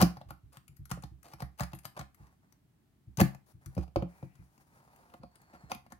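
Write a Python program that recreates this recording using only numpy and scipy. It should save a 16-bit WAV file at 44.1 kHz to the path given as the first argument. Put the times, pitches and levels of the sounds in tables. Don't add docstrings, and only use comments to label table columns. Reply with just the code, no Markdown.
import sys
import numpy as np
from scipy import signal
from scipy.fft import rfft, irfft
from scipy.io import wavfile
from scipy.ndimage import uniform_filter1d

SR = 44100
rng = np.random.default_rng(int(sys.argv[2]) if len(sys.argv) > 2 else 0)


def bounce(signal):
    frames = np.transpose(np.atleast_2d(signal))
    limited = np.clip(frames, -1, 1)
    pcm = np.round(limited * 32767).astype(np.int16)
    wavfile.write(sys.argv[1], SR, pcm)


N = 264159
TIME = np.arange(N) / SR
RING_T = np.arange(int(.35 * SR)) / SR

# start_s, gain_db
SHOTS = [(0.0141, 0.5), (3.2021, 0)]
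# delay_s, level_db, hardness_db
SHUTTER_STOPS = [(-.0302, -47, 10), (0, -26.5, 3), (.0089, -26.5, 0)]
# start_s, level_db, hardness_db, thump_db
DIAL_STOPS = [(0.169, -54, -5.5, -48), (0.2129, -57, -8.5, -56), (0.3047, -47.5, -1, -47.5),
              (0.5694, -54, 3, -54), (0.9128, -36.5, 2, -34.5), (0.974, -63.5, -12.5, -46.5),
              (1.0359, -50.5, -2.5, -41), (1.3346, -50.5, -1, -50), (1.4035, -48, -2.5, -54),
              (1.4209, -44, -1.5, -35), (1.5956, -40.5, 2, -57), (1.6057, -35.5, -0.5, -31),
              (1.633, -43, 0, -48), (1.7317, -49.5, -1.5, -41.5), (1.852, -42.5, 3, -50),
              (1.9653, -56, -2.5, -52), (1.992, -44.5, -0.5, -41.5), (2.012, -60, -6, -47.5),
              (3.347, -55.5, -2, -51), (3.879, -67.5, -6.5, -56), (4.3531, -69.5, 3.5, -63),
              (4.5775, -68, 1.5, -67), (5.1, -68, -1.5, -68), (5.1378, -57, -4.5, -57),
              (5.2328, -59, -9, -49.5), (5.5326, -68.5, -10.5, -55.5), (5.716, -35.5, -2.5, -47.5),
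              (5.748, -52.5, 5, -49.5), (5.8634, -63.5, -4, -62.5), (5.921, -50.5, 0, -52.5)]
# start_s, level_db, thump_db, thump_hz
BUMPS = [(3.7663, -58.5, -30, 138.7), (3.7778, -48.5, -27.5, 150.6), (3.959, -38, -29.5, 96),
         (4.0224, -50.5, -31.5, 144), (4.227, -60.5, -39, 146)]
# frequency_hz, gain_db
METAL_COLOUR = [(600, -24), (1300, 4.5), (1850, 4), (2500, 2), (3500, -5), (4800, 1), (6800, -15),
                (9000, -28)]
# frequency_hz, gain_db
TREBLE_COLOUR = [(4000, -51), (5800, -1.5), (6800, -0.5), (8200, -1), (10000, 4.5), (11800, 1.5),
                 (13500, -0.5), (16000, -7)]


def undb(db):
    return 10 ** (np.asarray(db) / 20)


def level(x, db, span_s=None):
    head = x if span_s is None else x[..., :int(span_s * SR)]
    return x * undb(db) / np.sqrt(np.mean(head ** 2) + 1e-20)


def add(track, s, x):
    i = int(s * SR)
    x, i = x[..., max(-i, 0):], max(i, 0)
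    track[..., i:i + x.shape[-1]] += x[..., :max(N - i, 0)]


def fade(t60):
    return np.exp(-np.log(1000) * RING_T / t60)


def mode(hz, t60):
    return np.sin(2 * np.pi * hz * RING_T) * fade(t60)


def through(x, response):
    return signal.oaconvolve(x, response)[:len(x)]


def colour(points, size=2048):
    hz, db = np.transpose(points)
    bin_hz = np.arange(size // 2 + 1) * SR / size
    gain = undb(np.interp(np.log(bin_hz + 1), np.log(hz), db))
    cepstrum = irfft(np.log(gain))
    cepstrum[1:size // 2] *= 2
    cepstrum[size // 2 + 1:] = 0
    return irfft(np.exp(rfft(cepstrum)))[:size]


def varied_colour(points, spread_db=4.5):
    return colour(np.array(points) + np.outer(rng.standard_normal(len(points)), [0, spread_db]))


def wander(rate_hz):
    hold = max(int(SR / rate_hz), 1)
    steps = np.repeat(rng.standard_normal(N // hold + 1), hold)
    return 1.8 * uniform_filter1d(steps, hold)[:N]


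def grit(n, spread_db, size=12):
    strength = undb(spread_db * np.minimum(rng.exponential(1, n // size + 1), 4))
    return rng.standard_normal(n) * np.repeat(strength, size)[:n]


def contact(db, hardness_db):
    return db - hardness_db + 2, db + .15 * hardness_db, db + hardness_db - 2.5


def case_ring(centre_hz, focus_db=15, decay_scale=.46):
    # pitch_hz, level_db, t60_s (before decay_scale)
    case_modes = [(525, -2, 0.11), (576, -5.5, 0.12), (640, -2, 0.02), (718, -7.5, 0.18),
                  (799, -2.5, 0.087), (802, -8.5, 0.033), (954, -5, 0.054), (1096, -2, 0.077),
                  (1204, -4, 0.097), (1373, 1, .07)]
    signs = rng.choice([-1, 1], len(case_modes))
    return sum(sign * undb(db - focus_db * abs(np.log2(hz / centre_hz))) * mode(hz, t60 * decay_scale)
               for sign, (hz, db, t60) in zip(signs, case_modes))


def scrape_cues(curtain_lead_s=.022, curtain_swell_db=11, run_up_s=.02, run_up_swell_db=7.5):
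    # start_s, end_s, level_db, hardness_db
    long_turns = [(0.518, 0.567, -68, 0), (1.235, 1.338, -64.5, -0.5), (1.61, 1.639, -52.5, -1.5),
                  (1.962, 2.027, -56.5, -3.5), (2.189, 2.3, -78.5, -2), (3.774, 3.851, -64.5, -3),
                  (4.719, 5.16, -79.5, -7), (5.528, 5.564, -66.5, -4)]
    last_brake_s = SHUTTER_STOPS[-1][0]
    curtains = [(s - curtain_lead_s, s + last_brake_s, contact(db - 38.5, -3.5), curtain_swell_db)
                for s, db in SHOTS]
    run_ups = [(s - run_up_s, s, contact(db - 20, hard), run_up_swell_db)
               for s, db, hard, _ in DIAL_STOPS]
    turns = [(start, end, contact(db, hard), 0) for start, end, db, hard in long_turns]
    return curtains + run_ups + turns


def scrapes(case_hz=900, trim_db=1.5, catch_db=3):
    out = np.zeros((3, N))
    metal, treble = colour(METAL_COLOUR), colour(TREBLE_COLOUR)
    for start, end, levels, swell_db in scrape_cues():
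        n = max(int((end - start) * SR), 100)
        force_db = swell_db * np.arange(n) / n + catch_db * wander(300)[:n]
        force = undb(force_db) * signal.windows.tukey(n, .3)
        friction = np.pad(grit(n, spread_db=.5, size=24) * force, (0, len(RING_T)))
        case = case_ring(case_hz, focus_db=16.5, decay_scale=.26)
        for track, response, db in zip(out, (case, metal, treble), levels):
            add(track, start, level(through(friction, response), db + trim_db, n / SR))
    return out


def click_cues(brake_hz=724, bump_hz=584, dial_hz=935, octaves_per_db=.05):
    # start_s, level_db
    ticks = [(0.5273, -68.5), (0.679, -61.5), (0.767, -68), (0.854, -58), (1.0224, -62), (1.229, -62),
             (1.749, -58.5), (1.7875, -60), (2.145, -66.5), (2.523, -68), (3.659, -56), (3.749, -64.5),
             (4.96, -70), (5.355, -64), (5.4157, -70.5)]
    shutter = [(s + delay, contact(db + shot_db, hard), brake_hz)
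               for s, shot_db in SHOTS for delay, db, hard in SHUTTER_STOPS]
    bumps = [(s, contact(db, hardness_db=-11.5), bump_hz) for s, db, _, _ in BUMPS]
    hits = [row[:3] for row in DIAL_STOPS] + [(s, db, 9.5) for s, db in ticks]
    small = [(s, contact(db, hard), dial_hz * 2 ** (octaves_per_db * hard)) for s, db, hard in hits]
    return shutter + bumps + small


def clicks(thud_t60=.0097, chatter_t60=.025, seat_s=.0009, span_s=.007):
    out = np.zeros((3, N))
    seating = 1 - np.exp(-RING_T / seat_s)
    for s, (case_db, metal_db, treble_db), hz in click_cues():
        chatter = grit(len(RING_T), spread_db=2.5) * seating * fade(chatter_t60)
        ring = level(case_ring(hz), 0, span_s) + level(mode(hz, thud_t60), 0, span_s)
        add(out[0], s, level(ring * seating, case_db - 1, span_s))
        add(out[1], s, level(through(chatter, varied_colour(METAL_COLOUR)), metal_db, span_s))
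        add(out[2], s, level(through(chatter, varied_colour(TREBLE_COLOUR)), treble_db, span_s))
    return out


def thump_cues(flex_hz=332.5, dial_hz=145.8, nudge_hz=95, tipped_s=4.5, tipped_ratio=1.54):
    # delay_s, level_db, pitch_hz
    jolts = [(-.024, -30, 150), (.0005, -24, 165), (0.011, -17, 175.6)]
    # start_s, level_db
    nudges = [(0.258, -49), (0.433, -51.5), (0.689, -53), (0.791, -44), (1.113, -48), (2.199, -51.5),
              (3.071, -46.5), (3.542, -50), (3.66, -42.5), (4.389, -49.5), (5.197, -53), (5.634, -49)]
    cues = [(s + delay, db + shot_db, hz) for s, shot_db in SHOTS for delay, db, hz in jolts]
    cues += [(s + jolts[-1][0], shot_db - 29, flex_hz) for s, shot_db in SHOTS]
    cues += [(s, thump_db, hz) for s, _, thump_db, hz in BUMPS]
    cues += [(s + .0071, db + 8.5, flex_hz) for s, db, _, _ in BUMPS]
    cues += [(s, thump_db, dial_hz) for s, _, _, thump_db in DIAL_STOPS]
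    cues += [(s, db, nudge_hz) for s, db in nudges]
    return [(s, db, hz * (tipped_ratio if s > tipped_s else 1)) for s, db, hz in cues]


def table_thumps(swing_t60=.051, ring_db=-3, focus_db=9, scatter_db=4.5, decay_scale=.82, span_s=.02):
    # pitch_hz, level_db, t60_s (before decay_scale), left_minus_right_db
    table_modes = [(67, 5, 0.32, -11), (113, -0.5, 0.15, 10), (134.86, 1.5, 0.26, 9),
                   (174.5, -2.5, 0.24, -2), (198.5, -5.5, 0.26, 5.5), (279.3, -5, 0.19, -8.5),
                   (328.5, 5, 0.14, -2.5), (349.3, -3, 0.059, -2.5)]
    out = np.zeros((2, N))
    hz, mode_db, t60, pan_db = np.transpose(table_modes)
    rings = np.array([mode(f, t * decay_scale) for f, t in zip(hz, t60)])
    sides = undb(np.outer([1, -1], pan_db) / 2)
    for s, db, swing_hz in thump_cues():
        rise = 1 - np.exp(-(RING_T * swing_hz) ** 2)
        scatter = scatter_db * rng.standard_normal(len(hz))
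        weights = undb(mode_db - focus_db * abs(np.log2(hz / swing_hz)) + scatter)
        swing = level(mode(swing_hz, swing_t60) * rise, 0, span_s)
        ring = level((sides * weights) @ rings * rise, ring_db, span_s)
        add(out, s, level(swing + ring, db - 1, span_s))
    return out


def dial_spring():
    # start_s, level_db
    pings = [(.765, -57), (1.747, -47), (1.788, -55), (1.852, -42)]
    # pitch_hz, level_db, t60_s
    spring_modes = [(6700, -17, .1), (10400, -15, .1), (11450, -6, 0.11), (11700, -3, 0.081),
                    (13210, -16, .1)]
    out = np.zeros(N)
    ring = sum(undb(db) * mode(hz, t60) for hz, db, t60 in spring_modes)
    for s, db in pings:
        add(out, s, undb(db) * ring)
    return out


def finger_rubs(trim_db=1):
    # start_s, end_s, leather_db, chrome_db
    strokes = [(2.172, 2.35, -74, -79), (2.423, 2.568, -80, -94), (3.461, 3.525, -76, -66.5),
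               (3.613, 3.812, -71.5, -72), (4.082, 4.261, -68.5, -69.5), (4.26, 4.684, -78, -74.5),
               (4.669, 5.19, -72, -72), (5.314, 5.737, -68.5, -78.5)]
    # frequency_hz, gain_db
    leather = [(200, -5), (500, -7.5), (820, -0.5), (1250, -6.5), (1800, -7), (2300, -13), (3200, -29),
               (7000, -23.5), (16000, -53)]
    # frequency_hz, gain_db
    chrome = [(1000, 4), (3000, -12), (4500, -4.5), (6500, -5), (8200, -9), (10500, 1), (13000, -10.5),
              (16000, -3)]
    speed = np.zeros((2, N))
    for start, end, *levels in strokes:
        flat_arch = np.hanning(max(int((end - start) * SR), 8)) ** .067
        add(speed, start, np.outer(undb(levels), flat_arch))
    rub_gain, hiss_gain = speed * undb(2 * wander(35))
    rub = level(through(grit(N, spread_db=3.5), colour(leather)), trim_db)
    hiss = level(through(grit(N, spread_db=-4), colour(chrome)), trim_db)
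    return rub_gain * rub, hiss_gain * hiss


def drag_and_whistles(flutter_db=1):
    # start_s, end_s, start_hz, end_hz, jitter_hz, level_db
    tones = [(4.04, 4.45, 2200, 2150, 230, -77), (5.17, 5.62, 4480, 4430, 50, -81),
             (5.55, 5.7, 4550, 4100, 50, -79)]
    out = np.zeros(N)
    for start, end, start_hz, end_hz, jitter_hz, db in tones:
        n = max(int((end - start) * SR), 100)
        hz = np.linspace(start_hz, end_hz, n) + jitter_hz * wander(630)[:n]
        envelope = signal.windows.tukey(n, .3) * undb(flutter_db * wander(42)[:n])
        add(out, start, level(envelope * np.sin(2 * np.pi * np.cumsum(hz) / SR), db))
    return out


def mic_ports(x, pan_db, lag_s):
    return np.array([x, undb(-pan_db) * np.interp(TIME - lag_s, TIME, x)])


def wall_echo(low_t60=.27, high_t60=.22, first_s=.001, build_s=.001, size=256):
    # frequency_hz, gain_db
    room_colour = [(80, -24), (300, -16), (600, -7), (1500, -6), (4500, -7.5), (8000, -6), (16000, -6)]
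    f, t, spectra = signal.stft(rng.standard_normal(len(RING_T)), SR, nperseg=size)
    hz, db = np.transpose(room_colour)
    db = np.interp(np.log(f + 1), np.log(hz), db)[:, None]
    decay = np.log(1000) / np.interp(f, [500, 4000], [low_t60, high_t60])[:, None]
    gain = undb(db) * np.exp(-decay * t) * np.sqrt(2 * decay / SR)
    even = spectra / (abs(spectra) + 1e-12) * np.std(spectra)
    tail = signal.istft(even * gain, SR, nperseg=size)[1][:len(RING_T)]
    return tail * (1 - np.exp(-np.maximum(RING_T - first_s, 0) / build_s))


def room(x, count=6):
    place = np.linspace(0, count - 1, N)
    crossfades = [np.sqrt(np.maximum(1 - abs(place - k), 0)) for k in range(count)]
    return np.array([sum(through(x * share, wall_echo()) for share in crossfades) for _ in range(2)])


def room_tone(shared_hz=300, level_db=-68.5):
    # frequency_hz, density_db
    still_air = [(15, -50), (25, -7.5), (58, -1), (145, 1.5), (242, -5), (293, -5), (384, -14.5),
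                 (439, -15.5), (489, -25), (641, -19), (5730, -33.5), (9570, -33), (16000, -33)]
    shared, left, right = rng.standard_normal((3, N))
    low, high = (signal.butter(1, shared_hz, kind, fs=SR, output="sos") for kind in ("low", "high"))
    noise = signal.sosfilt(low, shared) + signal.sosfilt(high, [left, right])
    response = colour(still_air, size=8192)
    return level(np.array([through(side, response) for side in noise]), level_db)


def scene():
    case, metal, treble = clicks() + scrapes()
    rub, hiss = finger_rubs()
    case += rub
    metal += drag_and_whistles()
    treble += dial_spring() + hiss
    table = table_thumps()
    direct = (mic_ports(case, pan_db=-1, lag_s=.00025)
              + mic_ports(metal, pan_db=10, lag_s=.0003)
              + mic_ports(treble, pan_db=17, lag_s=.00033))
    body_echo = room(case + metal + table.mean(axis=0)) * undb([[-2], [-.4]])
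    treble_echo = room(treble) * undb([[-3], [-9]])
    return direct + table + body_echo + treble_echo + room_tone()


def record(dry, bass_hz=44, top_hz=16100):
    thinned = signal.sosfilt(signal.butter(4, bass_hz, "high", fs=SR, output="sos"), dry)
    return signal.sosfilt(signal.ellip(10, .2, 70, top_hz, fs=SR, output="sos"), thinned)


dry = scene()
out = record(dry)
bounce(out)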